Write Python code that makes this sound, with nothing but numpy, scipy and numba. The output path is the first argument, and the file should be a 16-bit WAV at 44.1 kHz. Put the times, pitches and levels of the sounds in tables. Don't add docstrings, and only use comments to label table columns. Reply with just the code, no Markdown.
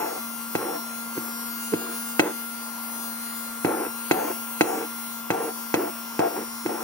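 import sys
import numpy as np
from scipy import signal
from scipy.fft import rfft, irfft, next_fast_len
from scipy.io import wavfile
from scipy.ndimage import uniform_filter1d
from numba import njit

SR = 44100
rng = np.random.default_rng(int(sys.argv[2]) if len(sys.argv) > 2 else 0)


def output_pcm(signal):
    pcm = np.clip(np.atleast_2d(signal).T, -1, 1) * 32767
    wavfile.write(sys.argv[1], SR, np.round(pcm).astype(np.int16))


N = 301203
TIME = np.arange(N) / SR
HALF = np.array([[.5], [-.5]])

# t/s, f/Hz
SHAFT_SPEED = [(0.0, 229.6), (0.21, 230.3), (1.22, 230.8), (1.5, 232.8), (2.11, 233.3), (2.43, 231.0),
               (2.89, 231.0), (3.25, 232.2), (3.73, 230.8), (4.09, 231.0), (4.17, 230.0), (4.53, 230.5),
               (4.75, 229.6), (4.91, 230.9), (5.32, 230.3), (6.31, 230.7), (6.43, 231.5), (6.83, 230.5)]
# t/s, unbalance hum/dB, six-blade tone/dB, order 41/dB, whine/dB
MOTOR_LEVELS = [(0, -40.5, -44.5, -47, -39), (.9, -41, -41, -43, -39), (1.4, -39, -42, -49.5, -38),
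                (1.7, -39.5, -42, -45, -37), (2.1, -39.5, -43, -43.5, -37.5), (2.5, -42, -42, -45, -39.5),
                (3.1, -40.5, -44, -46, -38.5), (3.7, -41.5, -42, -42, -40), (4.5, -41.5, -42.5, -47, -39),
                (5.2, -42, -43.5, -47, -41), (6.2, -42.5, -44.5, -49, -41), (6.5, -42, -46.5, -43, -41),
                (6.83, -41, -45, -49, -41.5)]
# t/s, level/dB
ORDER_24_LEVEL = [(.1, -50), (.39, -57.5), (.75, -46), (1.06, -58.5), (1.4, -46.5), (1.6, -58), (1.82, -66),
                  (1.95, -49.5), (2.15, -65), (2.7, -57), (3.38, -65), (3.9, -49.5), (4.1, -65),
                  (4.35, -50), (4.55, -62), (4.7, -49), (5.15, -57.5), (5.5, -54), (6.5, -48.5),
                  (6.83, -49.5)]
# shaft order, left minus right/dB, left lead/rad
FIRM_TONES = [(1, 1, .6), (6, 2, 1.), (24, 4, -.9), (41, 9, -.3)]
# shaft order, left/dB, right/dB
WHINE_ORDERS = [(2, -23, -21), (3, -19, -18), (4, -11, -15), (5, -16, -19), (7, -19, -18), (8, -25, -21),
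                (9, -20, -15), (10, -26, -26), (11, -19, -24), (12, -18, -14), (13, -25, -27),
                (14, -28, -29), (15, -19, -23), (16, -26, -27), (17, -26, -29), (18, -20, -15),
                (19, -22, -25), (20, -21, -16), (21, -21, -23), (22, -20, -23), (23, -24, -27),
                (25, -21, -21), (26, -22, -21), (27, -16, -19), (28, -17, -18), (29, -20, -18),
                (30, -18, -18), (31, -24, -27), (32, -26, -27), (33, -25, -26), (34, -25, -28),
                (35, -15, -26), (36, -11, -17), (37, -20, -24), (38, -17, -22), (39, -16, -23),
                (40, -19, -22), (42, -21, -22), (43, -16, -19), (44, -12, -19), (45, -12, -15),
                (46, -15, -21), (47, -6, -10), (48, -14, -18), (49, -15, -25), (50, -15, -24),
                (51, -14, -18), (52, -16, -19), (53, -10, -13), (54, -7, -12), (55, -13, -18),
                (56, -6, -16), (57, -12, -22), (58, -10, -20), (59, -16, -32), (60, -10, -24),
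                (61, -13, -33), (62, -9, -26), (63, -16, -41), (64, -11, -41), (65, -18, -41),
                (66, -6, -40), (67, -5, -40), (68, -8, -38)]
# f/Hz, relative density/dB
AIR_SPECTRUM = [(30, -20), (120, -15), (300, -9), (420, -11), (720, -8), (1050, 1), (1250, -4), (1750, -12),
                (3200, -12.5), (3800, -17), (6300, -16), (7500, -22), (8500, -17), (15800, -18)]
# f/Hz, left minus right/dB
AIR_PAN = [(60, -3), (300, 0), (700, -2), (1050, 5), (1500, -2), (2500, 2), (5000, 0), (10000, 3),
           (15000, 5)]
# f/Hz, coherence/0-1
AIR_COHERENCE = [(60, .6), (300, .9), (1200, .8), (2500, .35), (6000, .1)]
# t/s, length/s, level/dB, change by the end/dB, shell at start/dB, shell at end/dB,
# low desk modes/dB (these three relative to the level), buzzing share/0-1, hum damping/dB
TIP_DRAGS = [(0, .18, -25.5, -13.5, -14, -37, -1.5, 0.06, 8),
             (0.584, 0.18, -27, -5.5, -37, -38, 0.5, 0.04, 5),
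             (1.203, 0.09, -47.5, 6, -20, -22, 1.5, 0, -1),
             (1.767, 0.17, -41, -1.5, -21, -23, 7, 0.57, 0.5), (2.221, 0.085, -27, -6, -22, -18, 1, 0, 1),
             (3.664, 0.2, -25.5, -5.5, -40, -21, -1, 0.05, 2), (4.128, 0.19, -27, -2, -33, -24, 1, 0, 1),
             (4.642, 0.2, -29, -4.5, -30, -13, 1.5, 0.06, 4),
             (5.309, 0.19, -28.5, -2.5, -32, -25, -0.5, 0.2, 5),
             (5.758, 0.13, -28, -5.5, -35, -32, 4, 0.01, 3),
             (6.201, .075, -23, -3.5, -33, -35, -3.5, .1, 2), (6.294, 0.07, -34, 2, -38, -38, -2, 0.2, 12),
             (6.366, 0.061, -30, -6, -40, -23, 4.5, 0.06, -2),
             (6.689, 0.17, -31.5, 0, -42, -28, 2.5, 0.07, -0.5)]
# f/Hz, t60/s, level/dB
DESK_MODES = [(116.3, 0.084, -9), (184, 0.064, -10), (311.5, 0.088, -3.5), (350.4, 0.043, 4.5),
              (451, 0.03, 5), (550, 0.084, -17), (676, 0.1, 1), (752, 0.044, 1.5), (849, 0.062, -4),
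              (1020, 0.17, -15.5), (1308, 0.096, -12.5)]
# f/Hz, t60/s, level/dB
SHELL_MODES = [(1512, 0.018, 0), (1980, 0.017, 4.5), (2260, 0.016, 0), (2599, 0.045, 3.5),
               (3207, 0.023, -6), (4050, .04, -4), (4900, .02, -23), (6400, 0.048, -6)]
# f/Hz, left minus right/dB, left lead/rad
MODE_PAN = [(150, -2, -.1), (290, -1, .2), (400, 0, -.2), (560, 3, 1.2), (660, 6, 2.6), (820, 7, 1.4),
            (1060, 0, -1.4), (1300, 1, -.5), (1600, 2, .5), (2150, 0, 1.6), (3150, 0, -.5), (3900, 1, 1.3),
            (6250, 2, .4)]
# t/s, thump/dB, tip/dB, shell/dB, crack/dB, share kept by each repeated thump/0-1
TIP_KNOCKS = [(0.5526, -27, -17, -18.5, -27, 1), (1.1769, -22, -30, -30, -33, 0.35),
              (1.7367, -12.5, -24, -24, -30, 0.52), (2.195, -22, -10, -6, -14, 0.7),
              (3.6476, -18.5, -16.5, -19, -30, 0.7), (4.1113, -22, -11, -10, -18.5, 0.43),
              (4.6094, -26, -9.5, -8, -16.5, .8), (5.304, -23.5, -14.5, -15.5, -24.5, 0.85),
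              (5.7414, -19.5, -13, -14.5, -19.5, 0.62), (6.1925, -18.5, -17, -21.5, -24.5, 0.54),
              (6.6616, -25.5, -21, -24.5, -31, 0.75)]


def undb(db):
    return 10 ** (np.asarray(db) / 20)


def unit(x):
    return x / np.sqrt(np.mean(x ** 2))


def curves(rows):
    times, *columns = np.transpose(rows)
    return [np.interp(TIME, times, column) for column in columns]


def over(hz, table):
    table_hz, values = np.transpose(table)
    return np.interp(np.log(hz), np.log(table_hz), values)


def walk(rate_hz, count=1, step=1):
    hold = max(int(SR / step / rate_hz), 2)
    n = N // step + 2
    held = np.repeat(rng.standard_normal((count, n // hold + 1)), hold, axis=1)
    return 1.455 * uniform_filter1d(uniform_filter1d(held, hold), hold)[:, :n]


def contact(start, length, land_s=.0086, lift_s=.019):
    landing = 1 + (TIME - start) / land_s
    lifting = 1 + (start + length - TIME) / lift_s
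    return np.clip(np.minimum(landing, lifting), 0, 1), np.clip((TIME - start) / length, 0, 1)


def shaft_tone(angle, db, order, pan_db, lead):
    mics = undb(HALF * pan_db) * np.exp(1j * HALF * lead)
    return np.sqrt(2) * undb(db) * np.real(mics / abs(mics.mean()) * np.exp(1j * order * angle))


@njit
def comb(angle, gains, step):
    out = np.zeros((2, len(angle)))
    for i in range(len(angle)):
        frame, blend = i // step, (i % step) / step
        turn, harmonic = np.exp(1j * angle[i]), 1 + 0j
        for k in range(gains.shape[2]):
            harmonic *= turn
            for mic in range(2):
                gain = (1 - blend) * gains[frame, mic, k] + blend * gains[frame + 1, mic, k]
                out[mic, i] += (harmonic * gain).real
    return out


def whine(angle, wander_hz=10., flicker_hz=22., flicker_db=.7, step=512):
    order, *mics_db = np.transpose(WHINE_ORDERS)
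    wander = walk(wander_hz, 4 * len(order), step).reshape(2, 2, len(order), -1)
    depth = 1.1 * np.clip(order / 30, .3, 1)[:, None]
    drift = (1 + depth * (wander[0] + 1j * wander[1])) / np.sqrt(1 + 2 * depth ** 2)
    start_phase = np.exp(2j * np.pi * rng.random((2, len(order), 1)))
    partials = np.sqrt(2) * undb(mics_db)[:, :, None] * start_phase * drift
    gains = np.zeros((wander.shape[-1], 2, int(order.max() + .5)), complex)
    gains[:, :, np.rint(order).astype(int) - 1] = np.moveaxis(partials, 2, 0)
    gains *= undb(flicker_db * walk(flicker_hz, step=step)[0])[:, None, None]
    return comb(angle, gains, step)


def motor(angle, waver_db=2.2, waver_hz=7.):
    hum_db, blade_db, order_41_db, whine_db = curves(MOTOR_LEVELS)
    hum_db -= sum(damping_db * contact(start, length)[0] for start, length, *_, damping_db in TIP_DRAGS)
    order_41_db += waver_db * walk(waver_hz)[0, :N]
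    tones_db = hum_db, blade_db, curves(ORDER_24_LEVEL)[0], order_41_db
    tones = sum(shaft_tone(angle, db, *row) for db, row in zip(tones_db, FIRM_TONES))
    return tones + undb(whine_db) * whine(angle)


def air_rush(bands=17, slow_hz=3.5, fast_hz=14., depth_db=1.2):
    n = next_fast_len(N)
    hz = np.arange(1, n // 2 + 2) * SR / n
    mid, side = rfft(rng.standard_normal((2, n)))
    coherence = np.clip(over(hz, AIR_COHERENCE), 0, 1)
    spectrum = np.sqrt(1 + coherence) * mid + 2 * HALF * np.sqrt(1 - coherence) * side
    spectrum *= undb(over(hz, AIR_SPECTRUM) + HALF * over(hz, AIR_PAN))
    band_position = np.clip(2 * np.log2(hz / 60), 0, bands - 1)
    flicker = undb(depth_db * (walk(slow_hz, bands) + walk(fast_hz, bands)))
    rush = 0
    for band in range(bands):
        window = np.clip(1 - abs(band_position - band), 0, 1)
        rush += flicker[band, :N] * irfft(spectrum * window, n)[:, :N]
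    return unit(rush)


def push(ms):
    samples = max(ms * SR / 1000, 1.5)
    shape = np.sin(np.pi * np.arange(.5, samples) / samples)
    return shape / shape.sum()


def ring(force, modes):
    out = 0
    for hz, t60, db in modes:
        pole = np.exp(2j * np.pi * hz / SR - np.log(1000) / (t60 * SR))
        _, pan_db, lead = min(MODE_PAN, key=lambda row: abs(row[0] - hz))
        mics = undb(db + HALF * pan_db) * np.exp(1j * HALF * lead)
        out -= np.real(mics * signal.lfilter([1], [1, -pole], force))
    return out


def drag_force(angle, buzz_share, catches_per_s=2200, catch_scatter_db=2., tap_scatter_db=2.5):
    caught = rng.random(N) < catches_per_s / SR
    size = undb(catch_scatter_db * rng.exponential(size=N))
    catches = unit(caught * size * np.sign(rng.standard_normal(N) + .5))
    new_turn = np.diff(angle // (2 * np.pi), prepend=0) > 0
    taps = unit(new_turn * undb(tap_scatter_db * rng.standard_normal(N)))
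    impulses = np.sqrt(buzz_share) * taps + np.sqrt(1 - buzz_share) * catches
    return np.convolve(impulses, push(ms=.35))[:N]


def drags(angle, low_modes_hz=400, spot_scatter_db=2.5, spot_change_hz=12.):
    level, low_level, shell_level, buzz_share = np.zeros((4, N))
    for start, length, db, change_db, shell_db, shell_end_db, low_db, share, _ in TIP_DRAGS:
        pressure, along = contact(start, length)
        gain = pressure * undb(db + change_db * along)
        level += gain
        low_level += gain * undb(low_db)
        shell_level += gain * undb(shell_db + (shell_end_db - shell_db) * along)
        buzz_share[pressure > 0] = np.clip(share, 0, 1)
    force = drag_force(angle, buzz_share)
    desk_rms, shell_rms = [np.sqrt(np.mean(ring(force, modes).mean(axis=0) ** 2))
                           for modes in (DESK_MODES, SHELL_MODES)]
    spot = undb(spot_scatter_db * walk(spot_change_hz, len(DESK_MODES))[:, :N])
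    spot /= np.sqrt(np.mean(spot ** 2, axis=0))
    desk = 0
    for mode, weight in zip(DESK_MODES, spot):
        drive = low_level if mode[0] < low_modes_hz else level
        desk += ring(drive * force * weight, [mode])
    desk = signal.lfilter(*signal.butter(3, 200, "high", fs=SR), desk)
    return desk / desk_rms + ring(shell_level * force, SHELL_MODES) / shell_rms


def knocks(hard_db=-10, tip_to_desk_db=-5, tick_after_s=.0065, tick_db=-13.5, crack_decay_s=.005):
    tip, shell, thump, crack = np.zeros((4, N + SR))
    crack_fade = np.exp(-np.arange(SR // 20) / SR / crack_decay_s)
    soft = push(ms=1.75)
    for start, thump_db, tip_db, shell_db, crack_db, share in TIP_KNOCKS:
        i = int(start * SR)
        softer_db = max(hard_db - tip_db, 0)
        sharp = push(ms=.38 + .006 * softer_db)
        tip[i:i + len(sharp)] += undb(tip_db) * sharp
        shell[i:i + len(sharp)] += undb(shell_db) * sharp
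        shell[i + int(tick_after_s * SR)] += undb(shell_db + tick_db)
        crack[i:i + len(crack_fade)] += undb(crack_db) * crack_fade
        gap_ms = 2.885 - .54 * softer_db
        for k in range(4):
            at = i + k * int(gap_ms * SR / 1000)
            thump[at:at + len(soft)] += np.clip(share, 0, 1) ** k * undb(thump_db) * soft
    crack_band = signal.butter(1, [3000, 9000], "band", fs=SR, output="sos")
    hiss = signal.sosfilt(crack_band, rng.standard_normal((2, N)))
    desk = ring(thump[:N] + undb(tip_to_desk_db) * tip[:N], DESK_MODES)
    return desk + ring(shell[:N], SHELL_MODES) + crack[:N] * hiss


def room(x, t60_s=.49, delay_s=.006):
    t = np.arange(SR // 2) / SR
    dull_noise = signal.lfilter([1], [1, -.7], rng.standard_normal((2, len(t))))
    tail = dull_noise * 1000. ** (-t / t60_s) * (t > delay_s)
    return signal.fftconvolve(x, tail / np.sqrt(np.sum(tail ** 2) / 2), axes=1)[:, :N]


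def scene(jitter_hz=.12, air_db=-41, room_db=-23):
    shaft_hz = curves(SHAFT_SPEED)[0] + jitter_hz * walk(rate_hz=18.)[0, :N]
    angle = 2 * np.pi * np.cumsum(shaft_hz) / SR
    desk = knocks() + drags(angle)
    desk = signal.sosfilt(signal.butter(4, 150, "high", fs=SR, output="sos"), desk)
    return motor(angle) + undb(air_db) * air_rush() + desk + undb(room_db) * room(desk)


def record(dry, right_top_hz=14300, top_hz=15850):
    right = signal.sosfilt(signal.butter(8, right_top_hz, fs=SR, output="sos"), dry[1])
    rounded = np.tanh([dry[0], right])
    return signal.sosfilt(signal.ellip(10, .2, 70, top_hz, fs=SR, output="sos"), rounded)


dry = scene()
out = record(dry)
output_pcm(out)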